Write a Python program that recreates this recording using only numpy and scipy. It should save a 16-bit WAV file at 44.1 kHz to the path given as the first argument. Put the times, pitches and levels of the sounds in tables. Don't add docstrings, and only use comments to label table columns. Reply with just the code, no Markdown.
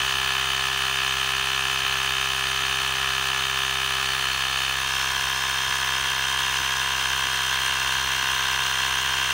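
import sys
import numpy as np
from scipy import signal
from scipy.fft import rfft, irfft
from scipy.io import wavfile
from scipy.ndimage import map_coordinates

SR = 44100
rng = np.random.default_rng(int(sys.argv[2]) if len(sys.argv) > 2 else 0)


def dump(signal):
    limited = np.clip(np.atleast_2d(signal).T, -1, 1)
    pcm = np.round(limited * 32767).astype(np.int16)
    wavfile.write(sys.argv[1], SR, pcm)


def convert_level_to_amplitude(level_db):
    exponent = np.asarray(level_db, float) / 20
    return 10 ** exponent


N = 411453
GEAR_TEETH, PINION_TEETH = 46, 10
WEAR_ABOVE_HZ = 3900


def level(x, db):
    return x * convert_level_to_amplitude(db) / np.sqrt(np.mean(x ** 2))


def ring(x, hz, width):
    return signal.lfilter(*signal.iirpeak(hz, hz / width, fs=SR), x)


def ring_twice(x, hz, width):
    return ring(ring(x, hz, width), hz, width)


def highpass(order, hz):
    return signal.butter(order, hz, "high", fs=SR, output="sos")


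def walk(rate):
    steps = rng.standard_normal(int(N / SR * rate) + 2)
    return np.sqrt(3 / 2) * np.interp(np.arange(N) * rate / SR, np.arange(len(steps)), steps)


def swell(crank, angle, sharp):
    return (.5 + .5 * np.cos(2 * np.pi * (crank - angle))) ** sharp


def blows(crank, angle, late, size):
    at = np.interp(np.arange(len(size)) + angle + late, crank, np.arange(N), right=N - 2)
    whole = at.astype(int)
    out = np.zeros(N + 1)
    np.add.at(out, whole, size * (1 - at + whole))
    np.add.at(out, whole + 1, size * (at - whole))
    return out[:N]


def soft(click, hz):
    return signal.sosfilt(signal.butter(3, hz, fs=SR, output="sos"), click)


def blend(facing_db, turned_db, turned):
    return convert_level_to_amplitude(facing_db + turned * (turned_db - facing_db))


def wind():
    # frequency in Hz, density in dB per Hz.
    air_shape = [(20, -40), (28, -26), (42, -12), (55, -7), (100, -15), (200, -21.5), (350, -18.5),
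                 (500, -21.5), (650, -23.5), (900, -5.5), (1500, -62)]
    # time in seconds, peak level in dB, brightness in dB.
    gusts = [(1.85, -46, -1), (2.63, -44, -9), (3.2, -50, -12), (4.37, -52, -10), (5.12, -49, -10),
             (5.69, -45, -12), (6.61, -44, -2), (7.27, -45, -12), (7.35, -46, -4), (7.7, -48, -12),
             (7.95, -50, -12), (8.23, -48, -3), (8.35, -48, -12), (8.61, -47, -12)]
    hz, db = np.transpose(air_shape)
    shape = convert_level_to_amplitude(np.interp(np.log(np.fft.rfftfreq(N, 1 / SR) + 1), np.log(hz), db, right=-80))
    rumble = level(irfft(rfft(rng.standard_normal(N)) * shape, N), -48.5) * convert_level_to_amplitude(1.7 * walk(9))
    s, dull, bright = np.arange(N) / SR, np.zeros(N), np.zeros(N)
    for at, peak_db, bright_db in gusts:
        puff = convert_level_to_amplitude(peak_db) * np.exp(-((s - at) / 0.013) ** 2)
        dull = dull + puff
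        bright = bright + puff * convert_level_to_amplitude(bright_db)
    noise = rng.standard_normal((2, N))
    low_noise = level(ring_twice(noise[0], 75., 110.), 0)
    high_noise = level(ring_twice(noise[1], 280., 400.), 0)
    return rumble + dull * low_noise + bright * high_noise


def far_engine():
    # time in seconds, frequency in Hz, level in dB.
    slowing = [
        (3.6, 46, -75),
        (4.1, 42, -62),
        (4.8, 38, -59),
        (5.4, 32.8, -61),
        (5.9, 29, -70),
        (6.2, 27, -73),
    ]
    times, hz, db = np.transpose(slowing)
    s = np.arange(N) / SR
    phase = 2 * np.pi * np.cumsum(np.interp(s, times, hz)) / SR
    return convert_level_to_amplitude(np.interp(s, times, db) + 3.0 * walk(8)) * np.sin(phase)


def piston(crank, turned):
    # multiple of crank speed, level facing in dB, level turned in dB.
    stroke = [(1, -45, -45), (2, -45, -46), (3, -55, -56), (4, -68, -76), (5, -68, -71), (6, -46, -51),
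              (7, -60, -56), (8, -63, -59), (9, -65, -71), (10, -56, -56), (11, -50, -51), (12, -52, -54),
              (13, -54, -56)]
    # offset from motor speed in crank multiples, level in dB.
    motor = [(-1, -75), (0, -58), (1, -72), (2, -65), (4, -68), (6, -62), (8, -58), (9, -67), (10, -65),
             (13, -60)]
    motor_ratio = GEAR_TEETH / PINION_TEETH
    throb = sum(blend(a, b, turned) * np.cos(2 * np.pi * k * (crank - .39)) for k, a, b in stroke)
    hum = sum(convert_level_to_amplitude(db) * np.cos(2 * np.pi * (motor_ratio + k) * crank) for k, db in motor)
    return np.sqrt(2) * (throb + hum)


def gears(crank, turned):
    # multiple of tooth rate, angle of most load in turns, level facing and turned in dB.
    mesh = [(2, 0.012, -43.5, -39)]
    spin = crank - .0016 * np.sin(2 * np.pi * (crank - .02))
    spin = spin + 0.00025 * walk(40)
    out = 0
    for k, angle, a, b in mesh:
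        whine = swell(crank, angle, 2.9) * np.sin(2 * np.pi * k * GEAR_TEETH * spin)
        out = out + blend(a, b, turned) * level(whine, 0)
    return out


def rod(crank, turned):
    # frequency in Hz, width in Hz, crank angle in turns, level facing and turned in dB.
    knocked = [(3022, 120, 0.0318, -28.5, -48), (3190, 102, .88, -37.5, -32.5), (3348, 81, 0.79, -41, -60),
               (2900, 91, .3, -65, -40), (3178, 11, .5, -46.5, -64), (2660, 300, .9, -66, -54),
               (3577, 160, .3, -42.5, -45), (4144, 71, 0.26, -51, -46), (4800, 200, .44, -46, -60),
               (5080, 200, .4, -60, -60), (5550, 170, .4, -56, -62), (6400, 84, 0.29, -50, -53)]
    out = 0
    for hz, width, angle, a, b in knocked:
        late, size_db = rng.standard_normal((int(crank[-1]), 2)).T
        click = blows(crank, angle, .0006 * late, convert_level_to_amplitude(1.2 * size_db))
        through_frame = ring(click, hz, 1.7 * width)
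        out = out + blend(a, b, turned) * level(ring(through_frame, hz, width), 0)
    return out


def worn(crank):
    steps, pattern_lasts_s = SR // 66, 1.476
    spots = rng.standard_normal((int(N / SR) * 2, steps))
    age = np.minimum(np.arange(N) / SR / pattern_lasts_s, len(spots) - 2)
    place = (crank % 1 * steps).astype(int)
    old = age.astype(int)
    fade = np.pi / 2 * (age - old)
    return spots[old, place] * np.cos(fade) + spots[old + 1, place] * np.sin(fade)


def rattle(crank, turned):
    # frequency in Hz,
    # width in Hz, crank angle in turns, swell in dB, level facing in dB, level turned in dB.
    shaken_modes = [(830, 250, 0.41, -6, -46.5, -47.5), (1050, 87, 0.67, -19, -49.5, -46.5),
                    (1375, 460, 0.11, -6.5, -35, -35), (1678, 255, 0.35, -7, -42.5, -38),
                    (2170, 1080, 0.52, -5, -36, -35), (2607, 440, 0.42, 34, -40.5, -42.5),
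                    (2750, 280, 0.095, 7, -53, -31.5), (3136, 440, 0.3, -5, -35.5, -34.5),
                    (3640, 90, 0.22, 2.5, -38.5, -40), (4240, 770, 0.35, 9, -37, -39),
                    (4930, 720, 0.5, 13, -44.5, -55.5), (5320, 1100, 0.39, 1.5, -45.5, -44.5),
                    (6010, 1900, 0.023, 9, -41.5, -38.5), (6430, 190, 0.57, 29, -46.5, -45),
                    (7200, 1660, 0.29, 15, -43.5, -48), (8460, 840, 0.31, 6, -49, -45),
                 (9630, 470, 0.36, 10.5, -45.5, -47), (9640, 490, 0.94, 24, -47, -46),
                 (11470, 1800, 0.29, 5, -53.5, -54), (13960, 1700, 0.073, 6, -47.5, -47),
                 (15550, 1100, .06, 17, -47.5, -45)]
    worn_share = 0.15
    shudder_db = 0.58 * walk(120)
    wear = signal.sosfilt(highpass(6, WEAR_ABOVE_HZ), worn(crank))
    out = 0
    for hz, width, angle, swell_db, a, b in shaken_modes:
        puff_db = swell_db * swell(crank, angle, 2.2)
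        share = worn_share * (hz > WEAR_ABOVE_HZ)
        grit = np.sqrt(share) * wear + np.sqrt(1 - share) * rng.standard_normal(N)
        grit = grit * convert_level_to_amplitude(puff_db + shudder_db + .5 * walk(30))
        out = out + blend(a, b, turned) * level(ring_twice(grit, hz, 1.27 * width), 0)
    return out


def valve(crank, turned):
    # frequency in Hz, width in Hz, level facing in dB, level turned in dB.
    slapped = [(1320, 290, -41, -36), (1020, 150, -38.5, -38.5), (1426, 170, -37.5, -45),
               (1570, 40, -85, -44), (1698, 103, -38, -36), (2200, 33, -91, -82), (2330, 57, -46, -42.5),
               (2592, 81, -29.5, -33.5)]
    late, size_db = rng.standard_normal((int(crank[-1]), 2)).T
    click = soft(blows(crank, .205, .0008 * late, convert_level_to_amplitude(1.1 * size_db)), 3800.)
    out = 0
    for hz, width, a, b in slapped:
        out = out + blend(a + 0.43 * walk(1.67), b, turned) * level(ring(click, hz, width), 0)
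    return out


def glide(x, course, width_hz):
    times, hz, db = np.transpose(course)
    s = np.arange(N) / SR
    spin = np.exp(2j * np.pi * np.cumsum(np.interp(s, times, hz)) / SR)
    keep = np.exp(-np.pi * width_hz / SR)
    band = 2 * np.real(spin * signal.lfilter([1 - keep], [1, -keep], x / spin))
    return x + (convert_level_to_amplitude(np.interp(s, times, db)) - 1) * band


def shade(shell, turned):
    # time in seconds, frequency in Hz, gain in dB.
    palm = [
        (3.85, 4350, -7),
        (4.05, 4350, 2.5),
        (4.6, 4200, 2),
        (4.75, 4700, -6),
        (4.95, 5300, 10),
        (5.9, 5180, 8),
        (6.1, 5080, 7),
        (9.33, 5080, 6),
    ]
    # frequency in Hz, width in Hz, gain facing and turned in
    # dB.
    hollows = [(1359, 73, -1.7, -12), (2570, 185, 3.2, -8), (2624, 106, -7.5, -4.5), (3980, 170, -0.5, 0),
               (4360, 82, 5, -3), (4830, 210, -1.5, -8), (5400, 110, -10, -7), (8750, 250, 4, 0.1),
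               (10460, 800, -2, -8.5), (12400, 900, -4, 0), (9200, 250, 1, 3.5), (15200, 400, 1, -3)]
    # time in seconds, lag in milliseconds.
    treble_bounce = [
        (0, 1.667),
        (3.8, 1.667),
        (4.0, 1.6),
        (4.7, 1.6),
        (4.9, 1.964),
        (5.8, 1.964),
        (6.1, 2.15),
        (9.33, 2.15),
    ]
    out = glide(shell, palm, 144)
    for hz, width, a, b in hollows:
        out = out + (blend(a, b, turned) - 1) * ring(out, hz, width)
    treble = signal.sosfiltfilt(highpass(2, 11500), out)
    lag = np.interp(np.arange(N) / SR, *np.transpose(treble_bounce)) * SR / 1000
    return out + convert_level_to_amplitude(-8.5) * map_coordinates(treble, [np.arange(N) - lag], mode="nearest")


def scene():
    # time in seconds, speed in turns per second.
    crank_speed = [(0.0, 65.965), (0.62, 66.016), (1.24, 66.103), (1.87, 66.137), (2.49, 66.156),
                   (3.11, 66.098), (3.73, 66.04), (4.35, 66.016), (4.98, 66.017), (5.6, 65.97),
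                   (6.22, 66.162), (6.84, 65.985), (7.46, 65.819), (8.09, 65.813), (8.71, 65.852),
                   (9.33, 65.538)]
    # time in seconds, turned from 0 (facing) to 1.
    pose = [
        (0, 0),
        (3.8, 0.06),
        (4.3, 0.06),
        (4.7, 0.02),
        (4.95, 0.7),
        (5.6, 0.68),
        (6.3, 0.9),
        (9.33, 1),
    ]
    s = np.arange(N) / SR
    crank = np.cumsum(np.interp(s, *np.transpose(crank_speed))) / SR
    turned = np.clip(np.interp(s, *np.transpose(pose)), 0, 1)
    near_db, bounce_ms = 0.65 * turned, 1.534 + 0.23 * turned
    small = highpass(6, 890)
    slap = signal.sosfilt(small, valve(crank, turned))
    rest = signal.sosfilt(small, rod(crank, turned)) + rattle(crank, turned) + gears(crank, turned)
    downward = .75 * slap + 0.069 * rest
    downward = soft(downward, 2160.0)
    bounce = np.interp(s - bounce_ms / 1000, s, downward)
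    shell = shade(slap + rest + bounce, turned) * convert_level_to_amplitude(near_db - 0.86)
    lean = np.clip((s - 4.1) / 0.28, 0, 1)
    return (shell + piston(crank, lean) + wind() + far_engine())[None]


def band_limit(x):
    return signal.sosfilt(signal.butter(12, 16860, fs=SR, output="sos"), x)


def record(dry):
    port = dry - 0.24 * ring(dry, 9500.0, 600.0)
    port = signal.sosfilt(signal.ellip(16, .3, 90, 15760, fs=SR, output="sos"), port)
    return band_limit(port)


dry = scene()
out = record(dry)
dump(out)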